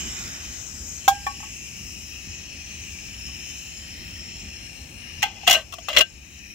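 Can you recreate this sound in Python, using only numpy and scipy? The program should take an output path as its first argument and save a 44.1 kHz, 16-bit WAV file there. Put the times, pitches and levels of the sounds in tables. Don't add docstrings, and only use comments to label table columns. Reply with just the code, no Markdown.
import sys
import numpy as np
from scipy import signal
from scipy.fft import rfft, irfft
from scipy.io import wavfile
from scipy.ndimage import uniform_filter1d

SR = 44100
rng = np.random.default_rng(int(sys.argv[2]) if len(sys.argv) > 2 else 0)


def generate_wav(signal):
    frames = np.transpose(np.atleast_2d(signal))
    scaled = np.clip(frames, -1, 1) * 32767
    pcm = np.round(scaled).astype(np.int16)
    wavfile.write(sys.argv[1], SR, pcm)


N = 288414

# time_s, rumble_db
FLAME_LEVEL = [(0.0, -43), (0.05, -37.5), (0.2, -43), (0.27, -39.5), (0.33, -43.5), (0.44, -44.5),
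               (0.49, -41.5), (0.6, -44.5), (0.65, -43.5), (0.78, -45.5), (0.82, -39), (0.87, -44),
               (1.13, -43.5), (1.24, -45), (1.33, -44.5), (1.42, -42.5), (1.55, -45), (1.78, -43.5),
               (2.18, -44.5), (2.24, -42.5), (2.31, -39.5), (2.35, -47), (2.4, -44), (2.42, -46),
               (2.6, -44), (2.64, -51), (2.71, -42), (2.75, -42.5), (3.02, -44.5), (3.06, -42), (3.22, -46),
               (3.28, -42), (3.31, -47), (3.35, -43), (3.44, -43), (3.7, -47.5), (3.86, -47), (3.92, -39),
               (3.97, -47), (4.02, -41), (4.08, -43), (4.15, -41), (4.19, -43), (4.35, -44), (4.48, -40),
               (4.53, -48.5), (4.66, -40.5), (4.73, -45.5), (4.81, -44), (4.94, -44.5), (4.97, -42),
               (5.08, -47), (5.21, -44), (5.26, -47.5), (5.61, -47), (5.66, -48.5), (6.01, -47),
               (6.08, -51.5), (6.16, -47), (6.28, -49.5), (6.38, -47), (6.54, -47.5)]
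# frequency_hz, density_db_per_hz
RUMBLE_SPECTRUM = [(12, -65), (20, -31), (45, -6.5), (65, 4), (114, -9), (211, -10.5), (248, -12.5),
                   (288, -17), (334, -16), (500, -33.5), (650, -52), (1100, -120)]
# frequency_hz, coherence_0_to_1
PORT_LIKENESS = [(60, 1), (250, 0.74), (500, 1), (1500, 0.29), (3000, 0.83), (6000, 0.64), (9000, .65),
                 (15000, .5)]
# frequency_hz, phase_rad
PORT_PHASE = [(60, -0.85), (300, -.5), (600, -4.5), (900, -5), (1500, -3), (2200, -5.5), (2800, -5),
              (4000, -5), (5500, -4.5), (7500, -4.5), (10000, -8), (15000, -3.5)]

# start_s, blow_db, drum_pitch_hz, drum_db, sizzle_db, left_over_right_db
SET_DOWN = [
    (1.0788, -10, 789, -4.5, -19.5, 5),
]
# start_s, blow_db, drum_pitch_hz, drum_db, sizzle_db, left_over_right_db
BOUNCES = [
    (1.266, -19, 833, -26.5, -34, 3),
    (1.402, -39, 820, -49, -62, 3.6),
    (1.428, -36.5, 860, -42, -62, 3.7),
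    (3.287, -47, 774, -74, -62, 5.0),
]
# start_s, blow_db, drum_pitch_hz, drum_db, sizzle_db, left_over_right_db
LID_KNOCKS = [(5.221, -23, 830, -61, -32, 6.8), (5.228, -6.5, 833, -24, -21, .6),
              (5.2374, -17, 800, -19, -45, 7.5), (5.434, -46, 800, -35, -58, 4.3),
              (5.4684, -19.5, 810, -38, -30, 8.2), (5.473, -14, 794, -46, -23, 7),
              (5.4765, -3, 715, -18, -17, .6), (5.4863, -11, 755, -45, -28, 4.0),
              (5.4964, -9, 765, -15, -17, 5.7), (5.5086, -4, 700, -34, -15, 4.6),
              (5.5121, -10, 732, -25, -20.5, 6.6), (5.5264, -8.5, 724, -24, -16.5, 4.7),
              (5.5374, -9.5, 690, -27, -22.5, 6.5), (5.5484, -10.5, 648, -23, -29, 5.5),
              (5.5652, -29, 650, -26, -39, 6.5), (5.9298, -22.5, 607, -40, -40, 6.6),
              (5.9481, -23, 580, -46, -42.5, 7.0), (5.9643, -10, 576, -37, -25, 11),
              (5.971, -1, 571, -25, -32, 3.6), (5.9811, -20, 599, -20.5, -17, 2.5),
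              (5.9884, -9.5, 574, -23, -20.5, 3), (6.008, -7, 600, -37.5, -22.5, 8.6),
              (6.0174, -18.5, 693, -33, -50, 7.4)]
# start_s, blow_db, drum_pitch_hz, drum_db, sizzle_db, left_over_right_db
LID_TAPS = [
    (5.7234, -32, 703, -52, -38, 7.5),
    (5.7367, -32, 703, -39, -35, 13),
    (5.7845, -34, 690, -36, -45, 9.9),
    (5.729, -35, 650, -58, -50, 9.6),
    (5.885, -16, 830, -33, -30, 8.1),
]
# time_s, scrape_db, drum_pitch_hz
LID_SLIDES = [
    [(5.24, -26, 830), (5.3, -44, 816), (5.4, -51, 792.5), (5.46, -47, 785)],
    [(5.465, -30, 750), (5.49, -23.5, 690), (5.55, -28.5, 670), (5.58, -28.5, 630), (5.61, -39, 620),
     (5.66, -61, 616)],
    [(5.885, -26, 635), (5.93, -38.5, 594), (5.96, -31, 560), (5.975, -21.5, 566), (6.015, -20, 593),
     (6.04, -52, 670)],
]
# center_s, level_db, pitch_hz
HAND_THUMP = [
    (5.197, -31, 83.33),
]

# frequency_hz, level_db, t60_s
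KETTLE_MODES = [(690, -21, 0.032), (772, -21, .3), (900, -15, 0.025), (1071, 2.5, 0.058),
                (1140, 0.5, 0.063), (1290, -2, .05), (1607, -23, 0.47), (1600, -2, 0.076),
                (2100, -8, 0.032), (2286, -4.5, 0.079), (2690, -12.5, 0.051), (3050, -11, .04),
                (3273, -10, .11), (3500, -6, 0.055), (4020, -20, .05)]
# frequency_hz, level_db, t60_s
ROCKING_MODES = [(782, -6, .12), (945, -9.5, 0.035), (1117, -3.5, 0.14), (1250, -7, 0.086),
                 (1584, -18, 0.23), (1785, -1, 0.054), (2375, -4.5, 0.079), (3300, -11, .04)]
# frequency_hz, level_db, t60_s
LID_MODES = [(1150, -9, 0.024), (1293, -12, 0.052), (1566, -12, 0.13), (1950, -3, 0.032), (2048, -7, 0.062),
             (2163, -8, 0.065), (2495, -7, 0.051), (2688, -1.5, 0.033), (2794, 1.5, 0.079),
             (2919, -2.5, 0.067), (3148, -2, 0.038), (3260, -10.5, 0.052), (3368, -8.5, .08),
             (3860, -15.5, .06), (4075, -9, 0.042), (4250, -18, 0.053), (4770, -13.5, 0.036),
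             (5680, -9.5, 0.044)]
# frequency_hz, level_db, t60_s
HELD_LID_MODES = [(800, -6, 0.024), (1020, -7, 0.036), (1160, 2.5, 0.034), (1344, -2, 0.025),
                  (2000, -7, 0.027), (2694, 1, 0.045), (2880, -1.5, .05), (3180, -3, 0.067),
                  (3450, -2, 0.05), (4140, -6, 0.025)]
# frequency_hz, density_db_per_hz
SIZZLE_SPECTRUM = [(2060, -36.5), (3500, -2), (3660, -5.5), (4140, -8.5), (5000, -7), (5920, -1),
                   (6110, -6), (6830, -1), (8570, -14), (8910, -11.5), (11300, -16.5), (12900, -12),
                   (15400, -10), (16200, -19.5), (16500, -39.5)]

# time_s, cup_hiss_db, lower_jet_db, upper_jet_db, fizz_db, left_over_right_db
JET_LEVELS = [(0.0, -37.5, -45, -35, -56, -4.0), (0.09, -43, -44, -40.5, -55, -2.5),
              (0.18, -42.5, -45.5, -37, -58, -4.5), (0.27, -44.5, -44, -40.5, -55, -1.5),
              (0.42, -44, -46.5, -42, -58.5, 0.5), (0.67, -47, -51, -41, -57.5, 10),
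              (0.76, -49.5, -45.5, -43.5, -57, 8), (0.95, -46.5, -49.5, -40, -55.5, 8.5),
              (1.09, -40.5, -52, -44.5, -56, 7), (1.2, -46.5, -49, -48, -55, 5),
              (1.24, -44.5, -47, -47, -54.5, 6), (1.6, -45, -48.5, -44.5, -53, 6.5),
              (1.82, -44, -47, -45.5, -53, 7.5), (1.99, -45, -45, -49, -53, 7.5),
              (2.15, -44, -46, -48, -54, 8.5), (2.35, -43.5, -48.5, -46, -57.5, 7),
              (2.6, -43, -47, -48.5, -57, 8.0), (2.73, -43, -50.5, -46.5, -56.5, 6.5),
              (2.95, -43, -48, -45, -54.5, 7.5), (3.15, -44, -46.5, -49, -54.5, 6),
              (3.35, -43, -47, -50, -54.5, 6), (3.57, -43.5, -49, -44, -54, 5),
              (3.93, -43.5, -45.5, -50, -57.5, 5.5), (4.08, -42, -46, -53.5, -54.5, 7.5),
              (4.33, -43.5, -48, -50, -58.5, 6), (4.55, -44, -47.5, -50.5, -58.5, 7),
              (4.79, -45, -49.5, -50, -56.5, 11.5), (4.94, -47, -53, -51, -56.5, 10),
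              (5.08, -42, -45, -54, -57, 11), (5.17, -44, -51, -52, -59, 7),
              (5.19, -41, -46, -49, -56.5, 12), (5.28, -43, -50, -54, -76, 9),
              (5.32, -51.5, -54, -54, -65.5, 12), (5.41, -47.5, -52, -54, -63, 12),
              (5.45, -42.5, -53, -50, -63, 8), (5.55, -46, -66, -39, -58, 4.0),
              (5.65, -54, -58, -58, -65, 12), (5.83, -49.5, -51.5, -54, -63.5, 11),
              (5.94, -42, -49, -48, -60.5, 11), (6.03, -42.5, -55, -54.5, -70.5, 6),
              (6.1, -51.5, -55, -56.5, -64, 11), (6.21, -50.5, -55, -59, -64, 12),
              (6.34, -50, -59.5, -55.5, -61.5, 9), (6.39, -50, -54, -54.5, -62.5, 10),
              (6.54, -49, -51.5, -58.5, -60.5, 7)]
# center_hz, width_hz, level_db
JET_BANDS = [
    [(1300, 250, -17.5), (1954, 270, -8), (2545, 260, 2), (2896, 280, -0.5), (3700, 250, -15),
     (4100, 300, -9)],
    [(5432, 310, -2), (4780, 170, -17.5)],
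    [(6493, 490, 1.5), (7380, 340, -3.5)],
    [(8100, 1600, 3.5), (10040, 700, 1.5), (11400, 515, -10.5), (12700, 490, -0.5), (13600, 860, -9),
     (14900, 1600, -1)],
]
# center_hz, width_hz, level_db
BARE_CUP_BAND = [(1350, 250, -4), (1900, 350, 0), (3720, 200, -1.5), (12340, 400, -12.5),
                 (14200, 700, -14.5)]
# time_s, level_db
BARE_CUP_LEVEL = [(0, -45), (.25, -45.5), (.45, -48.5), (.8, -55), (1.1, -59.5), (1.6, -78), (6.54, -106)]
# frequency_hz, density_db_per_hz
WASH_SPECTRUM = [(200, -1), (400, 0), (800, 2.5), (1100, -8), (1600, -14.5), (4500, -9), (8000, -30),
                 (11300, -25), (15500, -22), (15900, -50)]
# time_s, level_db
WASH_LEVEL = [(0, -48), (.3, -49.5), (.7, -53.5), (1.5, -56.5), (3.8, -54.5), (5.1, -54), (5.6, -54),
              (6.54, -62.5)]


def undb(db):
    return 10 ** (np.asarray(db) / 20)


def evened(x):
    return x / np.sqrt(np.mean(abs(x) ** 2) + 1e-20)


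def read(points, hz):
    f, value = np.transpose(points)
    return np.interp(np.log(hz + 1), np.log(f + 1), value)


def add(mix, s, sound):
    part = mix[:, round(s * SR):][:, :sound.shape[1]]
    part += sound[:, :part.shape[1]]


def panned(db):
    return undb([[db / 2], [-db / 2]])


def ring(modes, t, spread_db=2.0, skew_rad=1.15):
    hz, db, t60 = np.transpose(modes)[:, :, None]
    spread = spread_db * rng.standard_normal((2, len(modes), 1))
    gain = undb(db + spread - 60 * t / t60)
    phase = skew_rad * rng.standard_normal((2, len(modes), 1))
    return (gain * np.sin(2 * np.pi * hz * t + phase)).sum(1)


def coloured(points, size, same):
    a, b = rng.standard_normal((2, size))
    pair = np.array([a, same * a + np.sqrt(1 - min(same, 1) ** 2) * b])
    shape = undb(read(points, np.fft.rfftfreq(size, 1 / SR)))
    return evened(irfft(rfft(pair) * shape, size))


def resonate(x, hz, width):
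    turn = np.exp(2j * np.pi * np.cumsum(hz) / SR)
    r = np.exp(-np.pi * width / SR)
    return 2 * (turn * signal.lfilter([1 - r], [1, -r], x / turn)).real


def thump():
    s, db, hz = HAND_THUMP[0]
    half = 2000
    u = np.arange(-half, half) / SR * hz * np.pi
    pulse = (1 - 2 * u ** 2) * np.exp(-u ** 2)
    return s - half / SR, undb(db) * pulse * np.ones((2, 1))


def blow(modes, row, drum_t60, pair_hz, pair_db, rise_s, sizzle_t60, chatter_s):
    s, db, drum_hz, drum_db, sizzle_db, side_db = row
    t = np.arange(12000) / SR
    touch = t[:600]
    contact = rng.standard_normal(600) * np.exp(-touch / chatter_s)
    contact = contact + 9.7 * (touch == 0)

    swing = ring(modes, t) * (1 - np.exp(-t / .0004))
    walls = signal.fftconvolve(swing, contact[None])[:, :len(t)]
    walls = walls / abs(walls.mean(0)).max()

    pair = [(drum_hz, 0, drum_t60), (drum_hz + pair_hz, pair_db, 2.17 * drum_t60)]
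    drum = ring(pair, t, spread_db=1.1, skew_rad=.3)
    drum = drum * (1 - np.exp(-t / rise_s)) * panned(-10.0)

    sizzle = coloured(SIZZLE_SPECTRUM, len(t), .05) * panned(-side_db / 2)
    sizzle = sizzle * undb(-60 * t / sizzle_t60) * (1 - np.exp(-t / .0015))

    sound = undb(db) * walls + undb(drum_db + 4) * drum + undb(sizzle_db + 5) * sizzle
    return s, sound * panned(side_db)


def slide(rows, slips_per_s=2500, spread_db=3.0):
    s, db, drum_hz = np.transpose(rows)
    t = np.arange(s[0], s[-1], 1 / SR)
    strength = undb(spread_db * np.minimum(rng.exponential(1, len(t)), 3.5))
    slips = strength * (rng.random(len(t)) < slips_per_s / SR)
    slips = slips * rng.choice([-1., 1.], len(t))

    lid = ring(LID_MODES, np.arange(4000) / SR)
    body = evened(signal.fftconvolve(slips[None], lid)[:, :len(t)])
    hz = np.interp(t, s, drum_hz)
    drum = evened(resonate(resonate(slips, hz, 97), hz, 220))
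    grit = evened(coloured(SIZZLE_SPECTRUM, len(t), .05) * uniform_filter1d(abs(slips), 90))

    sound = body * panned(5.0) + undb(-7) * drum + undb(-16.5) * grit * panned(4.0)
    return s[0], sound * undb(np.interp(t, s, db)) * signal.windows.tukey(len(t), .15)


def flame(lumpy_db=0.8):
    lumps = evened(uniform_filter1d(uniform_filter1d(rng.standard_normal(N), 2500), 1200))
    level_db = np.interp(np.arange(N) / SR, *np.transpose(FLAME_LEVEL)) + lumpy_db * lumps
    return coloured(RUMBLE_SPECTRUM, N, .9) * undb(level_db)


def burner(patchy_db=1.5, comb_db=2.5, flutter_db=.5):
    frames, hz = N // 256 + 5, np.fft.rfftfreq(1024, 1 / SR)[:, None]
    t = np.arange(frames) * 256 / SR
    s, *columns = np.transpose(JET_LEVELS)
    *bands_db, side_db = (np.interp(t, s, c) for c in columns)
    bands_db.append(np.interp(t, *np.transpose(BARE_CUP_LEVEL)))

    a, b, c, d, e, f, patches, comb_left, comb_right = rng.standard_normal((frames, 513, 9)).T
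    patches = evened(uniform_filter1d(uniform_filter1d(patches, 10, 0), 20, 1))
    combs = np.array([comb_left, comb_right])
    for size, axis in [(5, 1), (120, 2), (60, 2)]:
        combs = uniform_filter1d(combs, size, axis)
    combs = evened(combs)
    flutter = evened(uniform_filter1d(rng.standard_normal(frames), 4))

    power = 0
    for peaks, db in zip(JET_BANDS + [BARE_CUP_BAND], bands_db):
        band = sum(undb(top_db) ** 2 * np.exp(-((hz - centre) / width) ** 2) for centre, width, top_db in peaks)
        power = power + band / band.sum() * undb(db + flutter_db * flutter) ** 2

    same = np.clip(read(PORT_LIKENESS, hz), 0, 1)
    lag = np.exp(1j * read(PORT_PHASE, hz))
    left = a + 1j * b
    right = same * left * lag + np.sqrt(1 - same ** 2) * (c + 1j * d)
    treble = 1 / (1 + (1200 / (hz + 1)) ** 4)
    lean = undb(side_db * treble / (1 + (hz / 11000) ** 4) / 2)
    middle = np.sqrt(lean ** 2 + lean ** -2 + 2 * same * lag.real) / 2
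    jet = np.array([left * lean, right / lean]) / middle * np.sqrt(power)
    jet = jet * undb(patchy_db * patches + comb_db * treble * (1 + hz / 20000) * combs)

    wash = undb(read(WASH_SPECTRUM, hz))
    wash = wash / np.linalg.norm(wash) * undb(np.interp(t, *np.transpose(WASH_LEVEL)))
    spectra = jet + np.array([e + 1j * f, c - 1j * a]) * wash
    return 1.03 * signal.istft(spectra, nperseg=1024, noverlap=768)[1][:, :N]


def scene():
    mix = burner() + flame()
    for row in SET_DOWN:
        add(mix, *blow(KETTLE_MODES, row, drum_t60=.11, pair_hz=23, pair_db=-16.5,
                       rise_s=.0049, sizzle_t60=.092, chatter_s=.003))
    for row in BOUNCES:
        add(mix, *blow(ROCKING_MODES, row, drum_t60=.11, pair_hz=-23, pair_db=-13,
                       rise_s=.0022, sizzle_t60=.046, chatter_s=.0038))
    for row in LID_KNOCKS:
        add(mix, *blow(LID_MODES, row, drum_t60=.061, pair_hz=-40, pair_db=-20,
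                       rise_s=.0017, sizzle_t60=.048, chatter_s=.002))
    for row in LID_TAPS:
        add(mix, *blow(HELD_LID_MODES, row, drum_t60=.056, pair_hz=-35, pair_db=-10,
                       rise_s=.0021, sizzle_t60=.04, chatter_s=.0027))
    for rows in LID_SLIDES:
        add(mix, *slide(rows))
    add(mix, *thump())
    return mix


def top_cut(x):
    return signal.sosfilt(signal.butter(12, 17030, fs=SR, output="sos"), x)


def record(dry):
    full = np.clip(dry, -1, 1)
    edge = signal.firwin(601, 15820, window=("kaiser", 7), fs=SR)
    below = signal.oaconvolve(full, edge[None], "same")
    mix = below + undb(-30) * (full - below)
    return top_cut(mix)


dry = scene()
out = record(dry)
generate_wav(out)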